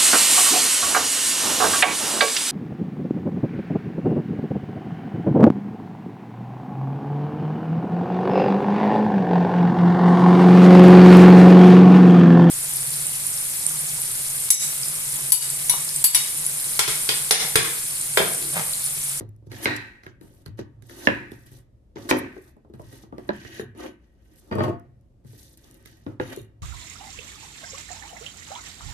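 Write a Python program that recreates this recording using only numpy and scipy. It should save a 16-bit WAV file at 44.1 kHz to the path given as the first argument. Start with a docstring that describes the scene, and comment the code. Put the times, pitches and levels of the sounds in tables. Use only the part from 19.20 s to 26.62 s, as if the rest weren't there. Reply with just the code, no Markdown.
"""A small, hard kitchen, two microphones close to a wooden board on a steel counter. A knife slices
potato and carrot; hands slide the pieces about and tip the carrot into a glass bowl. Blows ring the
board, the counter and the bowl; cells burst, wet cut faces hiss and snap, the dragging blade sings.
The room answers briefly and hums softly underneath."""
import sys
import numpy as np
from scipy import signal
from scipy.fft import rfft, irfft, next_fast_len
from scipy.io import wavfile
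from scipy.ndimage import uniform_filter1d

SR = 44100
rng = np.random.default_rng(int(sys.argv[2]) if len(sys.argv) > 2 else 0)


def unload_audio(sound):
    """Save the sound as a 16-bit wav file, at the path given as the first command line argument."""
    columns = np.transpose(np.atleast_2d(sound))
    # keep every value between -1 and 1, then stretch to whole-number steps
    steps = np.round(np.clip(columns, -1, 1) * 32767)
    wavfile.write(sys.argv[1], SR, steps.astype(np.int16))


N = 327222

# modes of the steel top and of the wooden board: (frequency [Hz], level [dB], free t60 [s])
COUNTER_MODES = [(106.35, 5.5, 0.32), (128.3, 4, 0.39)]
BOARD_MODES = [(238, 3, 0.04), (339, 9, 0.041), (399, 4, 0.041), (539, 1, 0.064), (703, -4, 0.042),
               (906.6, -6, 0.034), (1062, -7.5, 0.075), (1206, -10.5, 0.013), (1535, 6, 0.09),
               (1724, 2.5, 0.034), (1905, 8.5, 0.066), (2140, -2.5, 0.022), (2377, 3.5, 0.13),
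               (2570, -1, 0.042), (2910, 0, 0.022), (3239, -2.5, 0.025), (3960, 11.5, 0.044),
               (4520, 6, 0.014), (4615, -2.5, 0.0011)]
# light knocks on the board, and pieces landing in the bowl:
# (time [s], thud [dB], boom, body, knock, tick [dB above thud], left above right [dB])
BOARD_TAPS = [(0.009, -29, -6.5, -13, -22.5, -31, -1), (0.225, -48.5, 1, -29, -40, -30.5, 1),
              (0.269, -40, 2.5, -35, -38, -22, -2), (0.317, -35.5, -4.5, -17, -7, -9, -2),
              (0.835, -49, -11, -10, 0.5, -11, -1), (0.865, -39.5, -3.5, -5.5, 0.5, -11.5, -3),
              (1.012, -39, -14, -28, -18, -12, 3), (1.039, -40.5, -5.5, -21, -36.5, -21.5, -2),
              (1.261, -41.5, 1.5, -19, -4, -10, -2), (1.28, -42, 6, -32, -16.5, -11, 4),
              (1.391, -22.5, -11.5, -34, -22.5, -28.5, 0), (1.623, -55.5, -1, -24, -10.5, 0, -21),
              (1.696, -43, -24, -27.5, -4.5, -5, 5), (2.118, -32.5, -11, -8, -19, -12.5, -1.5),
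              (2.262, -60, 4.5, -11.5, -8, -5, 8), (2.316, -52.5, 9.5, -7.5, -12.5, 1.5, 4.5),
              (2.759, -36.5, -8, -12, -20, -31, 11.5), (2.768, -39, -14, 8, -3.5, -20.5, -2),
              (2.891, -33.5, -18, 13.5, 0, -6, 0.5), (3.165, -37.5, -21, 1.5, -21, -28.5, 4.5),
              (3.367, -48, -9, 2, -34, -19.5, -0.5), (3.448, -44.5, -14.5, -2, -37, -47.5, -2),
              (3.499, -40, -20.5, -20, -43, -35, 0.5), (3.538, -35, -9, -11, -23, -26, 0),
              (3.596, -35.5, -6, 3.5, -34, -23, -0.5), (3.727, -43.5, -9, -21, -12, -9.5, -5),
              (3.836, -37, -12.5, -7.5, -29, -23, 0), (3.925, -31, -12, 0, -29.5, -39, 0.5),
              (3.982, -27, -30, -5.5, -23, -27, -3.5), (4.091, -15.5, -27, 1, -13.5, -40.5, -2.5),
              (4.25, -42, -18, -12, -12, -32, -24), (4.396, -22, -21.5, -14, -19.5, -22.5, 3.5),
              (4.55, -40, -19.5, -28, -24, -29.5, 0.5), (6.048, -40.5, -2.5, -22, -29.5, -28, 6),
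              (6.132, -40.5, -10, -19, -30, -20.5, 1.5), (6.658, -51, -0.5, -14, 2, 8, -11.5),
              (6.865, -26, -10, -7.5, -19.5, -45.5, -2.5), (6.999, -19, -12.5, 0.5, -7.5, -55, -2.5),
              (7.173, -29, -16.5, -40, -40, -27.5, 1)]
BOWL_DROPS = [(5.313, -20.5, -10.5, -11, -15.5, -42, 0.62), (5.324, -29, -9, -6, -3, -30.5, 0.45),
              (5.353, -19, -10, -11, -34, -22, 1.55), (5.384, -18, -6.5, -8.5, -23, -31, .5),
              (5.393, -25.5, -25, -12, -7, -32.5, 1.6), (5.405, -21, -15, -2, -11, -30.5, 2.45),
              (5.438, -23, -23, -2.5, -12.5, -20, 1.6), (5.45, -28.5, -12, -13, -31, -30, 1.1),
              (5.481, -23, -11.5, -4, -32, -40, 1.4), (5.529, -36.5, -6, -6, -23.5, -42, .9)]
# the board shaking after each chop: (time [s], rattle [dB], hiss, edge, rumble [dB above rattle])
SHUDDERS = [(0.46, -23.5, -26, -6.5, -1.5), (1.876, -29, -29, -16.5, 4), (2.915, -30.5, -6.5, -15, 11)]


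def amp(db):
    return 10 ** (np.asarray(db) / 20)


def unit(x):
    return x / np.sqrt(np.mean(x ** 2) + 1e-20)


def along(points, hz):
    """Read (frequency, value) points on a log frequency axis."""
    freqs, values = np.transpose(points)
    return np.interp(np.log(hz + 1), np.log(freqs + 1), values)


def filtered(x, response):
    """Pass x through a complex response of frequency."""
    size = next_fast_len(x.shape[-1] + 8192)
    return irfft(rfft(x, size) * response(np.fft.rfftfreq(size, 1 / SR)), size)[..., :x.shape[-1]]


def colour(spectrum):
    """Response through (frequency [Hz], level [dB]) points."""
    return lambda hz: amp(along(spectrum, hz))


def resonances(modes, damping):
    """Response of modes whose ringing a hand or piece shortens by the factor damping."""
    def response(hz):
        total = 0
        for k, (centre, db, t60) in enumerate(modes):
            loss = 1j * hz * damping * np.log(1000) / np.pi / t60
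            total = total + (-1) ** k * amp(db) * loss / (centre ** 2 - hz ** 2 + loss)
        return total
    return response


def board_band(low_hz, high_hz, damping):
    """Response of the board's modes within a band."""
    return resonances([mode for mode in BOARD_MODES if low_hz < mode[0] < high_hz], damping)


def diffuse(pair):
    """Two unrelated noises become a diffuse field, alike at both microphones in the bass."""
    # (frequency [Hz], left-right correlation [ratio])
    likeness = [(40, 0.86), (130, 0.81), (290, 1), (640, .05), (15000, 0.044)]

    def weights(hz):
        angle = np.arccos(np.clip(along(likeness, hz), -1, 1)) / 2
        return np.array([np.cos(angle), np.sin(angle)])
    mid, side = np.moveaxis(filtered(pair, weights), -2, 0)
    return np.stack([mid + side, mid - side], -2)


def grit(grain_db, samples):
    """Noise whose strength jumps from grain to grain."""
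    return rng.standard_normal(N) * amp(grain_db * unit(uniform_filter1d(rng.standard_normal(N), samples)))


def wide_grit(response, grain_db, samples, apart):
    """Filtered grit from a wide source: part of it differs at the two microphones."""
    common, left, right = (filtered(grit(grain_db, samples), response) for _ in range(3))
    return unit(common + apart * np.array([left, right]))


def contacts(rows, fall_db_per_s):
    """Gain of contacts that rise, hold and let go: one track, plus one for each extra level column."""
    t, tracks = np.arange(N) / SR, 0
    for start, rise, hold, start_db, end_db, *above_db in rows:
        end = start + rise + hold
        db = np.interp(t, [start, start + rise, end, end + 1],
                       [start_db - 20, start_db, end_db, end_db - fall_db_per_s])
        tracks = tracks + amp([0, *above_db])[:, None] * amp(db) * (t >= start)
    return tracks


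def dying(starts, t60):
    """Gain of (time [s], level [dB]) kicks that fade away."""
    kicks = np.zeros(N)
    for start, db in starts:
        kicks[round(start * SR)] = amp(db)
    return signal.lfilter([1], [1, -amp(-60 / (t60 * SR))], kicks)


def catching(depth_db=2.5, catch_s=0.0067):
    """Gain of friction that catches and slips unevenly."""
    span = round(catch_s * SR) + 1
    return amp(depth_db * unit(uniform_filter1d(uniform_filter1d(rng.standard_normal(N), span), span)))


def struck(blows, modes, max_cycles, detune, high_db, sharp_db):
    """Every blow rings the modes at new strengths, booms in the counter and ticks."""
    # where the eight levels of band_db lie: (frequency [Hz])
    bands_hz = [160, 200, 350, 560, 950, 1750, 2500, 4000]
    out, t = np.zeros((2, N + SR)), np.arange(SR // 3) / SR
    hz, mode_db, t60 = np.transpose(COUNTER_MODES + modes)[:, :, None]
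    t60 = np.minimum(t60, max_cycles / hz)
    rise = (1 - np.exp(-t * hz / 0.32)) ** 2  # a mode takes about a cycle to build up
    envelope = amp(mode_db - 60 * t / t60 - 3.5) * rise
    for start, thud_db, boom, body, knock, tick_db, pan_db in blows:
        edge = knock + 0.27 * (tick_db - knock)
        band_db = [boom + 3.5, 0, 0, body - 2, body + 6, knock + 4, knock + high_db, edge + sharp_db]
        strength = amp(np.interp(np.log(hz), np.log(bands_hz), band_db))
        # hand and food load the plate anew each time
        pitch = hz * (1 + detune * rng.standard_normal(hz.shape) * (hz > bands_hz[0]))
        rings = envelope * strength * np.exp(2j * np.pi * pitch * t)
        # each microphone faces another part of the vibrating plate
        scatter_db = rng.normal(0, 1.8, len(hz)) + rng.normal(0, 1.8, (2, len(hz)))
        pickup = amp(scatter_db) * np.exp(.4j * rng.standard_normal((2, len(hz))))
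        tick = np.diff(rng.standard_normal(len(t) + 1)) * amp(tick_db + 0.5 - 60 * t / 0.022)
        gain = amp(thud_db + np.array([[.5], [-.5]]) * pan_db)
        out[:, round(start * SR):][:, :len(t)] += gain * ((pickup @ rings).imag + tick)
    return out[:, :N]


def room_hum(level_db=-55.5):
    """Steady, low room tone from all around the microphones."""
    # (frequency [Hz], relative density [dB])
    spectrum = [(12, -40), (20, -19), (44, -6), (65, -0.5), (81, -8), (116, -19), (153, -13), (354, -22),
                (494, -27.5), (537, -22.5), (601, -27.5), (1050, -44.5), (7810, -54), (13300, -56.5),
                (15700, -79)]
    return amp(level_db) * unit(diffuse(filtered(rng.standard_normal((2, N)), colour(spectrum))))


def friction_gains():
    """How hard strokes, slices, shudders, taps and leaning hands work each friction layer."""
    # hands, pieces and blade sliding; the blade sinking through flesh until the board stops it:
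    # (time [s], rise [s], hold [s], fine hiss at start, at end of hold [dB],
    #  coarse hiss, rub, rumble [dB above fine hiss])
    strokes = [(0, 0.0022, 0.055, -55.5, -91, 0, -15, 17.5), (.255, 0.018, 0.011, -68, -80.5, 1, -17, -13),
               (.828, 0.0058, 0.058, -70, -75, 9, 6, 17.5),
               (1.006, 0.0054, 0.21, -63.5, -68, -4.5, -5, 1.5),
               (1.255, .008, 0.017, -49.5, -73, -0.5, -7.5, 9),
               (1.372, 0.021, 0.048, -57, -83.5, 9.5, 8, 15.5),
               (1.617, 0.0047, 0.097, -71, -60, 1, -6, -13), (1.95, 0.068, 0.07, -86, -76, -16, -1.5, 16.5),
               (2.108, .005, .14, -60, -67, -3, -10.5, -4), (2.257, 0.0068, 0.036, -61, -66, -0.5, 2, -6.5),
               (2.305, 0.018, 0.072, -58.5, -63.5, -2.5, -7.5, -2),
               (2.755, .005, .015, -68.5, -78, 17, 20, 27.5),
               (3.06, 0.081, 0.15, -68.5, -62.5, -3.5, -19.5, 2),
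               (3.533, .006, .03, -67, -77.5, -3.5, 0.5, 12.5), (3.575, 0.027, 0.12, -65, -61, -1, -2, 4),
               (3.71, 0.026, .11, -57.5, -65.5, 0, -1.5, 2),
               (3.93, 0.065, 0.092, -68.5, -67.5, -1.5, 3, 10),
               (4.11, 0.027, 0.26, -66, -58, 6.5, 11.5, 5.5),
               (4.55, 0.045, 0.069, -62.5, -58, 6.5, 13.5, 23.5),
               (4.79, 0.033, 0.18, -84, -88.5, 3, 8.5, 13.5), (4.97, 0.055, 0.13, -77.5, -71, -1.5, 2.5, 5),
               (5.155, .035, .02, -55, -67.5, -4.5, -10, -13),
               (5.21, 0.011, 0.11, -72, -66.5, -2, -5.5, 10), (5.308, 0.0042, 0.13, -75, -64.5, 3, 15, 32),
               (5.428, 0.011, 0.015, -42, -60, 0.5, 7.5, 8), (5.47, 0.013, 0.046, -63.5, -81, -8, 1, 35),
               (6.04, 0.035, 0.087, -61.5, -60.5, -1, -5, -11), (6.16, 0.031, .15, -54.5, -62, -2, -11, -8),
               (6.37, 0.0041, 0.019, -60.5, -67.5, 1, -4.5, -5.5),
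               (6.39, 0.059, 0.2, -63.5, -71, -1, 0.5, 3.5), (6.65, 0.0037, 0.22, -61.5, -78, 3, 1.5, -1.5),
               (6.86, 0.011, 0.062, -76, -79.5, 4, 4, 26.5),
               (6.995, 0.011, 0.087, -61.5, -63.5, 8.5, 11, 15),
               (7.09, 0.0407, 0.0093, -50.5, -60, 1, 11, 16), (7.15, 0.013, 0.072, -61, -67, -12, -2, -13)]
    slices = [(.298, 0.025, .135, -54.5, -46.5, 2.5, 4, 10.2),
              (1.686, 0.0064, .174, -61, -45, -0.5, -3, 6.7), (2.775, 0.011, .125, -61, -56.5, 2, -1, 13)]
    # hands leaning on the counter: (time [s], boom [dB])
    leaning = [(0.0, -65), (0.47, -58), (0.64, -60), (1.15, -62.5), (1.51, -54), (2.27, -55), (2.52, -62),
               (2.73, -62.5), (2.95, -52), (3.39, -68), (3.9, -52.5), (4.3, -48.5), (4.81, -68),
               (5.27, -60), (5.48, -44.5), (5.83, -64), (6.9, -54), (7.05, -45.5), (7.42, -60.5)]
    fine, coarse, rub, rumble = contacts(strokes, fall_db_per_s=420) + contacts(slices, fall_db_per_s=1500)
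    boom = amp(np.interp(np.arange(N) / SR, *np.transpose(leaning)))
    chop_hiss = dying([(s, db + hiss) for s, db, hiss, _, _ in SHUDDERS], t60=0.29)
    chop_rumble = dying([(s, db + low) for s, db, _, _, low in SHUDDERS], t60=0.39)
    taps = BOARD_TAPS + BOWL_DROPS  # each rattles on briefly
    tap_rub = dying([(s, thud + knock - 12.5) for s, thud, _, _, knock, *_ in taps], t60=0.12)
    tap_rumble = dying([(s, thud - 16.5) for s, thud, *_ in taps], t60=0.12)
    return (fine * catching() + amp(-10) * chop_hiss,
            coarse * catching() + chop_hiss,
            rub * catching() + tap_rub,
            rumble + amp(-11.5) * boom + chop_rumble + tap_rumble,
            boom)


def friction():
    """Sliding faces hiss in the air and drive the board and the counter."""
    # hiss of wet faces and of coarser friction: (frequency [Hz], relative density [dB])
    fine_spectrum = [(4240, -42), (7200, -5.5), (8530, -2), (10500, -2.5), (12700, 0.5), (15400, -9),
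                     (15700, -29.5)]
    coarse_spectrum = [(1880, -42), (3200, -13), (3470, -5), (5650, -7), (6120, -3.5), (7400, -14),
                       (9620, -41.5), (16300, -120)]
    fine, coarse, rub, rumble, boom = friction_gains()
    out = fine * wide_grit(colour(fine_spectrum), grain_db=2, samples=60, apart=0.92)
    out += coarse * wide_grit(colour(coarse_spectrum), grain_db=2, samples=100, apart=8.5)
    out += rub * wide_grit(board_band(1400, 3500, damping=1), grain_db=1.2, samples=200, apart=3.5)
    lumps = np.array([grit(grain_db=2.5, samples=600) for _ in range(2)])
    out += rumble * unit(diffuse(filtered(lumps, board_band(0, 1400, damping=1.16))))
    counter = filtered(grit(grain_db=1.5, samples=1500), resonances(COUNTER_MODES, damping=1.1))
    return out + boom * unit(counter)


def board_taps():
    """Light knocks on the board: blade or pieces set down, the carrot cracking before the last chop."""
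    return struck(BOARD_TAPS, BOARD_MODES, max_cycles=36, detune=0.08, high_db=-8, sharp_db=-0.5)


def wet_snaps():
    """Wet faces let go with a click of about a millisecond."""
    # (time [s], level [dB])
    snaps = [(0.0916, -45.5), (0.1635, -53), (0.5639, -32), (1.1029, -48.5), (1.1389, -51.5), (1.2894, -55),
             (1.3744, -51), (2.7846, -44), (2.9714, -30), (2.9789, -31.5), (3.4928, -71.5), (3.619, -44.5),
             (4.0823, -43), (4.577, -38.5), (5.1603, -45.5), (5.5976, -48.5), (5.8115, -58), (6.3738, -39),
             (6.4092, -54), (6.5121, -42), (6.5441, -41), (6.6268, -48.5), (6.771, -46.5), (7.1632, -30.5),
             (7.217, -40.5)]
    out, t = np.zeros(N + SR), np.arange(400) / SR
    for start, db in snaps:
        bright_noise = np.diff(rng.standard_normal(len(t) + 1))
        out[round(start * SR):][:len(t)] += bright_noise * amp(db + 0.5 - 60 * t / .004)
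    return out[:N]


def blade_scrapes():
    """Dragging against rough wood or flesh shakes the ceramic blade's modes."""
    # (time [s], rise [s], hold [s], level at start, at end of hold [dB])
    drags = [(.31, 0.03, .1, -69, -45), (1.69, 0.038, 0.14, -59.5, -52), (4.11, 0.027, 0.27, -82, -48),
             (4.555, 0.035, 0.11, -57, -61.5), (6.36, 0.013, 0.184, -75, -68),
             (6.995, .01, 0.14, -60, -51.5), (7.155, 0.0088, 0.075, -50, -66)]
    # (frequency [Hz], level [dB], free t60 [s])
    blade_modes = [(2824, 2, 0.053), (3725, 4, .04), (4300, -2.5, 0.039), (5950, -8.5, 0.023),
                   (6744, 0, 0.034), (10000, 2, 0.028), (11730, -15, 0.02), (12500, -1, .025)]
    gain = contacts(drags, fall_db_per_s=400)[0] * catching()
    return gain * wide_grit(resonances(blade_modes, damping=1.7), grain_db=4, samples=150, apart=1.5)


def flesh_splits():
    """The flesh splits ahead of the blade: cells burst in a bright crackle over a lower crunch."""
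    # (time [s], rise [s], hold [s], crackle at start, at end of hold [dB], crunch [dB above crackle])
    splits = [(.415, 0.0079, 0.025, -43.5, -26, -6.5), (.555, 0.0074, 0.0037, -49, -39.5, 7),
              (2.888, 0.0039, 0.017, -34.5, -28.5, 6.5), (2.965, .02, 0.0066, -41, -33, -11.5)]
    # bursting cells: (frequency [Hz], relative density [dB])
    crackle_spectrum = [(4410, -28), (7500, -21), (8750, -14), (10200, -5.5), (12100, -5.5), (14700, -11),
                        (15700, -25)]
    crunch_spectrum = [(590, -30.5), (1000, -3), (1660, -4), (2700, -15), (3240, -9.5), (8000, -7),
                       (10400, -34.5), (17600, -120)]
    crackle_gain, crunch_gain = contacts(splits, fall_db_per_s=1800)
    crackle = unit(filtered(grit(grain_db=3.5, samples=30), colour(crackle_spectrum)))
    crunch = wide_grit(colour(crunch_spectrum), grain_db=3.5, samples=30, apart=1.0)
    return crackle_gain * crackle + crunch_gain * crunch


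def knife_chops():
    """The blade breaks through and slams on the board."""
    # (time [s], thud [dB], boom, body, knock, tick [dB above thud], left above right [dB])
    chops = [(0.457, -21.5, -11.5, 5, -0.5, -12.5, -2), (1.872, -12.5, -20, 4.5, -4.5, -28.5, -1.5),
             (2.911, -13.5, -21, 5.5, -5, -27, 1.5)]
    return struck(chops, BOARD_MODES, max_cycles=36, detune=0.071, high_db=15, sharp_db=4.5)


def board_shudders():
    """After a chop the upper board modes rattle on, the highest (the edge) most briefly."""
    rattle = wide_grit(board_band(850, 2800, damping=2.4), grain_db=2.2, samples=200, apart=2.6)
    edge = wide_grit(board_band(2800, 4400, damping=4.5), grain_db=2.2, samples=200, apart=2.6)
    return (rattle * dying([(s, db) for s, db, *_ in SHUDDERS], t60=0.6)
            + edge * dying([(s, db + edge_db) for s, db, _, edge_db, _ in SHUDDERS], t60=0.45))


def bowl_drops():
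    """Carrot pieces tumble into the bowl and ring the glass."""
    # (frequency [Hz], level [dB], free t60 [s])
    glass_modes = [(168.6, -9.5, 0.18), (227.3, 5.5, 0.071), (296, -8.5, 0.11), (369, 1.5, 0.13),
                   (439, 11.5, 0.037), (495, -12.5, 0.4), (625, 10, 0.068), (690, -7.5, 0.38),
                   (889, 4, 0.038), (1103.3, -2.5, 0.14), (1202, 2, 0.048), (1478, 5, 0.052),
                   (1875, 0.5, 0.071), (2140, -4, .05), (2390, -5.5, 0.18), (3100, -23, 0.033),
                   (3340, -6, 0.056), (3770, 8, 0.01), (4630, 3.5, 0.13)]
    return struck(BOWL_DROPS, glass_modes, max_cycles=400, detune=0.017, high_db=-2, sharp_db=-1.5)


def close_pair(x):
    """Direct sound meets the two microphones at slightly different times and levels."""
    # (frequency [Hz], left behind right [s])
    lag = [(100, .0002), (500, .0003), (2000, .0004), (4500, .0001), (7000, -.0001), (15000, -.0001)]
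    # (frequency [Hz], left above right [dB])
    balance = [(100, 0), (300, 2), (800, -1.5), (1500, -0.5), (3000, -2), (12000, 0.5)]
    sides = np.array([[.5], [-.5]])
    delay = lambda hz: np.exp(-2j * np.pi * hz * sides * along(lag, hz))
    return filtered(x, lambda hz: delay(hz) * amp(sides * along(balance, hz)))


def wall_echoes(x):
    """Nearby hard faces return duller copies."""
    # (left delay [s], right delay [s], level [dB])
    echoes = [(.0045, 0.0048, -12.5), (0.0145, 0.013, -10), (0.021, 0.016, -20), (.024, 0.03, -17.5)]
    paths = lambda hz: sum(amp(db) * np.exp(-2j * np.pi * hz * np.array([[left], [right]]))
                           for left, right, db in echoes)
    return filtered(x, lambda hz: paths(hz) / (1 + 1j * hz / 4000))


def room_tail(x, stretches=25):
    """Each stretch of sound gets its own tail; every frequency dies at its own speed."""
    # (frequency [Hz], t60 [s])
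    decay_times = [(100, 0.69), (500, 0.096), (2000, 0.49), (5000, 0.15), (12000, .3)]
    # (frequency [Hz], room above direct sound [dB])
    room_levels = [(100, -2), (500, -4.5), (2000, -8.5), (5000, -10), (12000, -23.5)]
    hz, t, noise = signal.stft(rng.standard_normal((stretches, 2, int(.8 * SR))), SR, nperseg=256)
    t60 = along(decay_times, hz)[:, None]
    decay = amp(along(room_levels, hz)[:, None] - 60 * t / t60) / np.sqrt(t60 * SR / np.log(1e6))
    tails = diffuse(signal.istft(noise * decay, SR, nperseg=256)[1])
    out, step, predelay = np.zeros((2, N + 2 * SR)), N // stretches + 1, int(.009 * SR)
    for k, tail in enumerate(tails):
        wet = signal.fftconvolve(x[None, k * step:(k + 1) * step], tail, axes=1)
        out[:, k * step + predelay:][:, :wet.shape[1]] += wet
    return out[:, :N]


def scene():
    """The work at the board from close by, with the kitchen behind it."""
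    hits = knife_chops() + board_taps() + bowl_drops()
    sources = hits + wet_snaps() + flesh_splits() + friction() + board_shudders() + blade_scrapes()
    near = close_pair(sources) + wall_echoes(hits) + room_tail(sources[0])
    low_cut = lambda hz: (1j * hz / (1j * hz + 60)) ** 2  # the deepest bass, below about 60 Hz, is taken away
    return filtered(near, low_cut) + room_hum()


def record(dry):
    """The highest treble fades away; the loudest blows meet a soft ceiling; nothing above 15850 Hz."""
    # (frequency [Hz], gain [dB])
    treble_rolloff = [(12500, -1.5), (14200, -5), (15000, -3.5), (15800, -18)]
    x = filtered(dry, colour(treble_rolloff))
    x = x / (1 + np.abs(x / .97) ** 6) ** (1 / 6)
    return filtered(x, lambda hz: hz < 15850)


dry = scene()
out = record(dry)
unload_audio(out)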